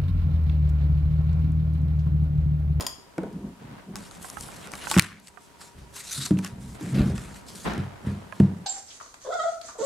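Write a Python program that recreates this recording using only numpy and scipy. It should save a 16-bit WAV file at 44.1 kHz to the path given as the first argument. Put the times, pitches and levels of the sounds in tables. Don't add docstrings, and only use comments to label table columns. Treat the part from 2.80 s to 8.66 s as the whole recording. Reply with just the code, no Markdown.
import sys
import numpy as np
from scipy import signal
from scipy.fft import rfft, irfft
from scipy.io import wavfile
from scipy.ndimage import uniform_filter1d

SR = 44100
rng = np.random.default_rng(int(sys.argv[2]) if len(sys.argv) > 2 else 0)


def transcribe(u):
    v = np.clip(np.atleast_2d(u).T, -1, 1)
    q = np.round(v * 32767).astype(np.int16)
    wavfile.write(sys.argv[1], SR, q)


N = 258411

# hz, density_db (per Hz)
HUSH_SPECTRUM = [(15, -41), (25, -29.5), (59, -22.5), (141, -6.5), (190, -25), (344, -19), (405, -4),
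                 (624, -16), (796, -12), (988, -12.5), (3080, -9), (3430, -11.5), (8830, -13.5),
                 (12900, -18.5), (16000, -32)]
HUSH_DB = -61
# hz, likeness (0 to 1)
HUSH_LIKENESS = [(100, 0.33), (500, 0.17), (1500, 0.16), (5000, 0.077), (14000, 0.076)]
# centre_hz, width_hz, level_db
APPLIANCES = [(400, 35, -67), (950, 45, -63)]

# hz, level_db, t60_s
BOARD_MODES = [(97.5, 3.5, 0.55), (132.1, 2, 0.36), (136, 1.5, 0.36), (176.5, -4, 0.39), (191.5, 1.5, 0.36),
               (224, 2.5, 0.066), (294, -18.5, 0.12), (314.8, -17, 0.28), (450, -1.5, 0.034),
               (486.5, -31, 0.4), (632, -17.5, 0.11), (809, -25, 0.11), (943, -27.5, 0.176),
               (1464, -23.5, 0.055)]
# start_s, length_s, boom_db, change_db (over the shove),
# centre_hz (of the boom), sway_db (deep table sway above the boom)
SHOVES = [(0, .11, -65, -10, 173, -25), (.415, .1, -33.5, -7.5, 236, -26),
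          (.54, 0.13, -38.5, 3.5, 192, -13), (.82, 0.1, -43.5, 2, 155, -16),
          (1.09, 0.13, -37.5, -9.5, 192, -15.5), (1.37, 0.042, -50, 0, 219, -11),
          (1.57, 0.065, -46.5, 0.5, 159, -1.5), (1.77, 0.17, -51.5, -1, 180, -11),
          (2.11, 0.083, -51, 19, 222, -12), (2.2, 0.31, -31, -30, 181, -29), (2.8, .02, -65, 7.5, 198, -25),
          (2.97, 0.21, -47, -15.5, 144, 4), (3.22, .04, -65, -6, 155, 6), (3.385, 0.064, -36, -5, 144, -17),
          (3.57, .13, -32.5, -15.5, 196, -26), (3.72, .2, -40.5, 0, 154, -5.5),
          (4.035, 0.063, -32, -2.5, 171, -20), (4.135, .07, -24.5, 8, 154, -13),
          (4.205, 0.073, -21.5, -5, 145, -21), (4.3, .07, -22, -14, 152, -7),
          (4.38, 0.24, -38.5, -18, 164, 0), (4.72, 0.066, -48.5, 1, 190, -21),
          (4.878, 0.12, -29.5, -6.5, 190, -34), (5.02, .1, -45, -15, 133, -8),
          (5.25, 0.038, -39.5, 11, 151, -12), (5.31, 0.21, -39, -16.5, 151, -11),
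          (5.56, .02, -53, -1, 200, -12), (5.64, 0.28, -27.5, -25, 179, -23)]
SHOVE_RISE_DB_PER_S, SHOVE_FALL_DB_PER_S = 605, 205
SHOVE_REST = (-78.5, 197, -26)
# hz, density_db (per Hz)
SCRAPE_SPECTRUM = [(250, 4.5), (400, 0.5), (700, 1.5), (1400, -3.5), (2500, -11.5), (3500, -16),
                   (5000, -22.5), (9000, -38)]
# start_s, length_s, level_db, change_db (over the scrape), brightness_db_per_octave
SCRAPES = [(0, 0.094, -31.5, -13.5, 0.2), (.1, 0.3, -51.5, -13, -2), (.384, 0.19, -41, -16, -2),
           (.8, 0.2, -51.5, 6, 0.9), (1.14, 0.24, -44.5, -8, -2), (1.35, 0.76, -49, 6.5, -0.2),
           (2.1, 0.089, -46, 10, -0.5), (2.2, 0.32, -40, -21, -3), (2.825, 0.025, -49, -7, -0.7),
           (2.93, 0.6, -64.5, 10, -6), (3.52, 0.53, -48.5, -11, -2.5), (3.95, 0.26, -44, -5, -0.2),
           (4.14, .1, -48, 0, -9.3), (4.24, 0.58, -46, -3.5, -1.2), (4.855, 0.044, -26, -2.5, 0.24),
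           (4.91, 0.34, -35, -14, -0.25), (5.25, 0.58, -44, -11.5, -0.1), (5.6, 0.3, -42, -16, -1.3)]
SCRAPE_RISE_DB_PER_S, SCRAPE_FALL_DB_PER_S = 1793, 240
SCRAPE_REST = (-53.5, 0.1)

# start_s, level_db
CLACKS = [(.008, -20), (0.023, -28), (0.0661, -15), (.528, -51)]
# hz, level_db, t60_s
STICK_MODES = [(1020, -6, .035), (1900, -14, .03), (3250, -4, .03), (4920, 2, .035), (5200, -5, .03),
               (6885, -1, .04), (8845, -4, .035), (9146, -5, .035), (11430, -6, .035), (13300, -13, .03)]
AFTER_RING_DB, AFTER_RING_LENGTH = -18, 10.2

# start_s, level_db, deep_db, upper_db, high_db (shares of the deepest, upper and highest modes),
# ring_length (factor), rap_db (woody rap), tick_db
KNOCKS = [(0.3807, -16, -21, 25, 20.5, 0.45, -28.5, -36), (0.4333, -23, -8, -12, 29, 0.79, -43, -44.5),
          (0.465, -31, -8, -5, 46, 0.66, -55, -61), (2.1652, -5.5, -9, 11, 1.5, 0.58, -17, -46),
          (3.508, -9, -12.5, 13.5, -4, 0.8, -28.5, -41), (4.009, -27.5, 4, 38, 0, 1, -46, -52),
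          (4.979, -16, 3.5, 5, -6, 0.79, -44, -29.5), (5.269, -16, -5, -8, -29, 0.94, -42, -50),
          (5.6004, -3, -8, 4.5, -0.5, 0.64, -24.5, -33)]

# start_s, ring_db (tray ring), centre_hz (of the ring), crack_db, pan_db (left over right, ring)
SNAPS = [(1.1567, -28, 1220, -23, -1), (1.1656, -56, 1140, -27, 0), (1.3114, -47.5, 935, -33.5, -22),
         (1.427, -61, 2430, -34, 0), (1.4444, -38, 970, -46, -21), (1.4624, -47, 826, -42, 0),
         (1.486, -40, 1150, -38, 1), (1.5, -40, 1190, -26, -6), (1.5703, -32.5, 1010, -45, -24.5),
         (1.6093, -53, 1340, -24.5, -4), (1.6403, -49, 851, -45, -18), (1.6866, -43, 910, -55, -28),
         (1.8726, -38, 1450, -31.5, -11), (1.9183, -52, 1040, -28, -15), (1.9365, -23, 1640, -29, 1),
         (1.954, -37, 1540, -29, -10), (2.0423, -34, 1480, -45, -1), (2.0702, -26, 1190, -41, -19),
         (2.1004, -29, 3470, -20, -1), (2.1138, -16.5, 786, -8, -1), (2.141, -16.5, 1780, -20, -1),
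         (2.1571, -23, 2090, -33, -2), (2.1645, -21, 760, -30, 0), (2.1771, -13.5, 1800, -13, 2),
         (2.185, -12.5, 1430, -10, -3), (2.1956, 2, 2820, 7, 7.5), (2.2221, -22, 1340, -8, -3),
         (2.2452, -23, 1320, -22, -3), (2.3994, -53, 1410, -38, -4), (2.4725, -48, 2050, -27.5, 4),
         (2.482, -38, 2810, -30, 0), (2.5731, -40, 1010, -60, -22.5), (2.8137, -47, 972, -55, -23),
         (3.1626, -36.5, 1290, -51, -2), (3.4637, -32, 1230, -22, 0), (3.572, -36, 2700, -47, -5),
         (3.5887, -30, 1690, -28.5, -4), (3.6471, -29.5, 1390, -22, -3), (3.6654, -54, 1730, -44, -7),
         (3.676, -46, 1410, -31, -5), (4.155, -36, 2700, -38, 4), (4.3797, -31, 1660, -30.5, -3),
         (4.8555, -31, 870, -44, 2), (4.9356, -38, 1180, -31, 0), (5.5243, -29, 1260, -41, -13.5)]
# hz, level_db, t60_s
TRAY_MODES = [(807, 3.5, 0.053), (1127, 2.5, 0.061), (1309, 8.5, 0.017), (1410, 6, 0.025), (1950, 9, 0.011),
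              (1793, -2, 0.044), (2296, 21, 0.0034), (2605, 9, 0.023)]
CRACK_LOW_HZ, CRACK_OCTAVES, CRACK_TOP_HZ = (2580, 5550), 1.7, 9800
BIG_BUCKLE_DB, BIG_REACH_OCTAVES = (-24, -19), 1.33
CRACK_LIKENESS, CRACK_PAN_DB = 0.53, 3.5

# hz, density_db (per Hz)
FILM_SPECTRUM = [(500, -60), (1500, -26), (2500, -11), (3900, -3), (5200, -5), (6400, -5), (7800, -2),
                 (9000, -4), (10500, -4), (13000, -12), (16000, -33)]
# start_s, length_s, level_db, change_db (over the stroke),
# low_voice_db (share of the tray's lower voice), centre_hz (of the hiss)
RUSTLES = [(1.16, 0.12, -46.5, -2, 3, 5800), (1.31, 0.05, -56, 8.5, 3, 6500),
           (1.424, 0.19, -41.5, -8.5, -3.5, 9300), (1.56, 0.03, -52.5, 5.5, 15, 7500),
           (1.604, 0.08, -41, -1, -6, 8900), (1.72, 0.093, -44.5, -3.5, 4, 6460),
           (1.83, 0.057, -44, -5, 9, 3800), (1.93, 0.067, -43, -1, 1.5, 8800),
           (2.01, 0.041, -43.5, 5.5, 5.5, 3500), (2.07, .04, -40, 6.5, -8, 6500),
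           (2.114, 0.074, -28, -9, 3, 6260), (2.2, 0.061, -21, -14, 12, 5740),
           (2.25, 0.22, -41, -23.5, 18.5, 5070), (2.43, .035, -51, 0, 1, 7800),
           (2.484, 0.0074, -42, -13, -1, 7000), (2.612, 0.038, -54.5, -7, -24, 7200),
           (2.815, 0.072, -44.5, -7, -1, 5650), (2.99, 0.033, -53.5, -11, 7, 4900),
           (3.16, 0.049, -35.5, -3, -1.5, 6770), (3.24, 0.09, -41.5, 7, -2, 7100),
           (3.325, 0.062, -32.5, 0, -8.5, 6700), (3.41, 0.023, -30.5, -1.5, -0.5, 4970),
           (3.46, 0.0053, -26, -8.3, -3.5, 7200), (3.51, .04, -52, -7, 14, 5500),
           (3.588, 0.025, -46, -7, -7, 5300), (3.64, 0.032, -42, -1, 7.5, 5230),
           (3.81, 0.15, -53, 1.5, -0.5, 8100), (4.005, 0.12, -47.5, 2, 8, 6540),
           (4.154, 0.079, -40.5, -4.5, 12.5, 3880), (4.255, 0.057, -45, -2.5, 8.5, 5800),
           (4.36, 0.2, -47, -7, 7, 6800), (4.56, 0.038, -43.5, -11, 3.5, 6900),
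           (4.686, 0.051, -41, -6, -5, 5160), (4.76, 0.095, -41.5, -3, -1, 6900),
           (4.88, 0.17, -49, -13, 24, 4640), (5.268, 0.23, -51, -20.5, 12, 4400),
           (5.54, 0.076, -56, 2.5, 7, 4970)]
RUSTLE_RISE_DB_PER_S, RUSTLE_FALL_DB_PER_S, RUSTLE_PAN_DB = 699.5, 367, 0.5
RUSTLE_REST = (-63, 3.4, 5900)
# hz, boost_db
CUP_RESONANCES = [(1400, 3), (3900, 6), (7700, 1)]
CUP_RUBBED_S, CUP_WIDTH_OCTAVES = (3.27, 3.49), 0.15
CLUMP_DB, CLUMP_S = 1.5, .008

# hz, t60_s
KITCHEN_DECAY = [(200, .3), (1000, .42), (5000, .45), (12000, .3)]
EDGE_HZ = 16100


def gain_of(db):
    return 10 ** (np.asarray(db) / 20)


def evened(x):
    return x / np.sqrt(np.mean(x ** 2) + 1e-20)


def read(points, hz):
    f, value = np.transpose(points)
    return np.interp(np.log(hz + 1), np.log(f + 1), value)


def strokes(rows, rest, rise_db_per_s, fall_db_per_s):
    t = np.arange(0, N / SR + .002, .001)
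    start, length, db, change_db, *colours = np.transpose(rows)[:, :, None]
    db = db + change_db * np.clip((t - start) / length, 0, 1)
    db = db - rise_db_per_s * np.maximum(start - t, 0)
    db = db - fall_db_per_s * np.maximum(t - start - length, 0)
    power = gain_of(db) ** 2
    rest_power = gain_of(rest[0]) ** 2
    total = power.sum(0) + rest_power
    blends = [((power * c).sum(0) + rest_power * r) / total for c, r in zip(colours, rest[1:])]
    return np.transpose([t, 10 * np.log10(total), *blends])


def follow(curve, t):
    s, *columns = np.transpose(curve)
    return [np.interp(t, s, c) for c in columns]


def add(mix, s, sound):
    part = mix[..., round(s * SR):][..., :sound.shape[-1]]
    part += sound[..., :part.shape[-1]]


def sides(pan_db):
    return gain_of([[pan_db / 2], [-pan_db / 2]])


def partly_alike(left, other, same):
    return np.array([left, same * left + np.sqrt(1 - same ** 2) * other])


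def ring(modes, extra_db, seconds, spread, contact_s):
    hz, db, t60 = np.transpose(modes)[:, :, None]
    t = np.arange(round(seconds * SR)) / SR
    hz = hz * (1 + spread * rng.standard_normal(hz.shape))
    decay = gain_of(db + extra_db - 60 * t / t60)
    out = (decay * np.sin(2 * np.pi * hz * t)).sum(0)
    out = out * np.sin(np.pi / 2 * np.minimum(t / contact_s, 1)) ** 2
    return out / np.abs(out).max()


def crack(low_hz, high_hz, t60):
    t = np.arange(1200) / SR
    burst = rng.standard_normal(1200) * gain_of(-60 * t / t60)
    band = signal.butter(2, [low_hz, high_hz], "band", fs=SR, output="sos")
    out = signal.sosfilt(band, burst)
    return out / np.abs(out).max()


def grit(per_s, spread_db, same):
    size = gain_of(spread_db * np.minimum(rng.exponential(1, N), 4))
    size = size * (rng.random(N) < per_s / SR)
    left, other = rng.standard_normal((2, N))
    return evened(size * partly_alike(left, other, same))


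def colour(x, field_db, patchy_db, size):
    overlap = size * 3 // 4
    hz, t, z = signal.stft(x, SR, nperseg=size, noverlap=overlap)
    patches = rng.standard_normal((len(t), len(hz))).T
    patches = uniform_filter1d(patches, size=4, axis=0)
    patches = evened(uniform_filter1d(patches, size=28, axis=1))
    z = z * gain_of(field_db(hz[:, None], t) + patchy_db * patches)
    return signal.istft(z, SR, nperseg=size, noverlap=overlap)[1][:, :N]


def resonate(x, hz, width):
    r = np.exp(-np.pi * width / SR)
    return 2 * signal.lfilter([1 - r], [1, -r * np.exp(2j * np.pi * hz / SR)], x).real


def hush():
    hz = np.fft.rfftfreq(N, 1 / SR)
    left, other = rfft(rng.standard_normal((2, N)))
    spectra = partly_alike(left, other, read(HUSH_LIKENESS, hz)) * gain_of(read(HUSH_SPECTRUM, hz))
    drones = np.zeros(N)
    for centre_hz, width_hz, db in APPLIANCES:
        drone = resonate(rng.standard_normal(N), centre_hz, width_hz)
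        drones += gain_of(db) * evened(resonate(drone, centre_hz, width_hz))
    return gain_of(HUSH_DB) * evened(irfft(spectra, N)) + drones


def drag():
    t = np.arange(N) / SR
    shoves = strokes(SHOVES, SHOVE_REST, SHOVE_RISE_DB_PER_S, SHOVE_FALL_DB_PER_S)
    boom_db, centre_hz, sway_db = follow(shoves, t)
    friction, boom = rng.standard_normal(N), np.zeros(N)
    for hz, db, t60 in BOARD_MODES[:9]:
        width = 7 / t60 + 15
        near = gain_of(0.1 * db - 59 * np.log2(hz / centre_hz) ** 2)
        mode = resonate(resonate(friction, hz, width), hz, 3 * width)
        boom = boom + near * evened(mode)
    boom = boom / np.sqrt(uniform_filter1d(boom ** 2, size=6000))
    sway = resonate(resonate(rng.standard_normal(N), 46.0, 34.7), 72, 45)
    table = gain_of(boom_db) * (boom + gain_of(sway_db) * evened(sway))

    scrapes = strokes(SCRAPES, SCRAPE_REST, SCRAPE_RISE_DB_PER_S, SCRAPE_FALL_DB_PER_S)

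    def field_db(hz, t):
        return read(SCRAPE_SPECTRUM, hz) + follow(scrapes, t)[1] * np.log2(hz / 700 + 0.043)

    slips = grit(per_s=2700, spread_db=-1.0, same=0.067)
    scrape = colour(slips, field_db, patchy_db=0.0, size=512)
    return table + gain_of(follow(scrapes, t)[0]) * evened(scrape)


def chopsticks():
    out = np.zeros(N)
    singing_modes = np.tile(STICK_MODES, (4, 1)) * [1, 1, AFTER_RING_LENGTH]
    for s, db in CLACKS:
        add(out, s, gain_of(db) * ring(STICK_MODES, 0, .3, spread=0.006, contact_s=0.00048))
        singing = ring(singing_modes, 0, .4, spread=0.016, contact_s=0.0064)
        add(out, s, gain_of(db + AFTER_RING_DB) * singing)
        add(out, s, gain_of(db - 1.5) * crack(low_hz=1950, high_hz=11900, t60=0.018))
    return out * sides(3.)


def knocks():
    out, hz = np.zeros(N), np.transpose(BOARD_MODES)[0][:, None]
    for s, db, deep_db, upper_db, high_db, length, rap_db, tick_db in KNOCKS:
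        reach_db = deep_db * (hz < 165) + upper_db * ((hz > 270) & (hz < 430)) + high_db * (hz > 430)
        modes = np.multiply(BOARD_MODES, [1, 1, length])
        add(out, s, gain_of(db) * ring(modes, reach_db, .6, spread=0.026, contact_s=0.0031))
        add(out, s, gain_of(rap_db) * crack(low_hz=634, high_hz=2100, t60=0.013))
        add(out, s, gain_of(tick_db) * crack(low_hz=3000, high_hz=10200, t60=0.011))
    return out


def snaps():
    out, hz = np.zeros((2, N)), np.transpose(TRAY_MODES)[0][:, None]
    lowest_hz, highest_hz = CRACK_LOW_HZ
    lows_hz = lowest_hz * (highest_hz / lowest_hz) ** rng.random(len(SNAPS))
    for (s, db, centre_hz, crack_db, pan_db), low_hz in zip(SNAPS, lows_hz):
        near_db = -9 * np.log2(hz / centre_hz) ** 2
        tone = ring(TRAY_MODES, near_db, .08, spread=0.069, contact_s=0.00061)
        add(out, s, gain_of(db) * tone * sides(pan_db))
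        high_hz = min(low_hz * 2 ** CRACK_OCTAVES, CRACK_TOP_HZ)
        low_hz = low_hz / 2 ** np.interp(db, BIG_BUCKLE_DB, [0, BIG_REACH_OCTAVES])
        left, other = [crack(low_hz, high_hz, t60=0.0079) for _ in range(2)]
        pair = partly_alike(left, other, CRACK_LIKENESS)
        add(out, s, gain_of(crack_db) * pair * sides(CRACK_PAN_DB))
    return out


def rustle():
    hands = strokes(RUSTLES, RUSTLE_REST, RUSTLE_RISE_DB_PER_S, RUSTLE_FALL_DB_PER_S)

    def field_db(hz, t):
        _, low_voice_db, centre_hz = follow(hands, t)
        hump_db = 5 * np.exp(-(np.log2((hz + 1) / centre_hz) / .6) ** 2)
        film = gain_of(read(FILM_SPECTRUM, hz) + hump_db)
        octaves = np.log2((hz + 1) / 1400)
        tray = gain_of(low_voice_db - np.where(octaves < 0, 30, 7) * octaves ** 2)
        cup_db = sum(db * np.exp(-(np.log2((hz + 1) / f) / CUP_WIDTH_OCTAVES) ** 2)
                     for f, db in CUP_RESONANCES)
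        cup_rubbed = (t > CUP_RUBBED_S[0]) & (t < CUP_RUBBED_S[1])
        return 20 * np.log10(film + tray + 1e-9) + cup_db * cup_rubbed

    t = np.arange(N) / SR
    touching = t > RUSTLES[0][0]
    clumps = evened(uniform_filter1d(rng.standard_normal(N), size=round(CLUMP_S * SR)))
    slips = grit(per_s=12000, spread_db=0.5, same=0.82) * gain_of(CLUMP_DB * clumps)
    sheet = colour(slips, field_db, patchy_db=2.2, size=256)
    return gain_of(follow(hands, t)[0]) * touching * sheet * sides(RUSTLE_PAN_DB)


def kitchen(x):
    taps = np.zeros((2, SR // 2))
    at = np.arange(160, SR // 2 - 20, 20)
    at = at + rng.integers(0, 20, (2, len(at)))
    np.put_along_axis(taps, at, rng.choice([-1., 1.], at.shape), axis=1)
    hz, t, z = signal.stft(taps, SR, nperseg=256)
    decay = gain_of(-60 * t / read(KITCHEN_DECAY, hz)[:, None])
    tail = signal.istft(z * decay, SR, nperseg=256)[1]
    return signal.fftconvolve(x, tail / np.linalg.norm(tail[0]), axes=1)[:, :N]


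def scene():
    sticks, plastic = chopsticks(), snaps() + rustle()
    board_cut = signal.butter(3, 80, "high", fs=SR, output="sos")
    wood = signal.sosfilt(board_cut, knocks()) + drag()
    room = kitchen(gain_of(-7.5) * sticks + gain_of(-21.0) * plastic)
    wood_room = gain_of(-11) * kitchen(wood).mean(0)
    return sticks + plastic + wood + room + wood_room + hush()


def record(dry):
    heard = signal.sosfilt(signal.butter(3, 42, "high", fs=SR, output="sos"), dry)
    peak_db = 20 * np.log10(np.abs(heard).max(0) + 1e-9)
    fall = np.arange(N) * 30. / SR
    held_db = np.maximum.accumulate(peak_db + fall) - fall
    over_db = np.maximum(held_db + 1, 0)
    duck_db = uniform_filter1d(over_db, size=40, origin=19)
    ducked = np.clip(heard / gain_of(duck_db), -.9, .9)
    band_limit = signal.firwin(511, EDGE_HZ, window=("kaiser", 9), fs=SR)
    return signal.oaconvolve(ducked, band_limit[None], "same")


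dry = scene()
out = record(dry)
transcribe(out)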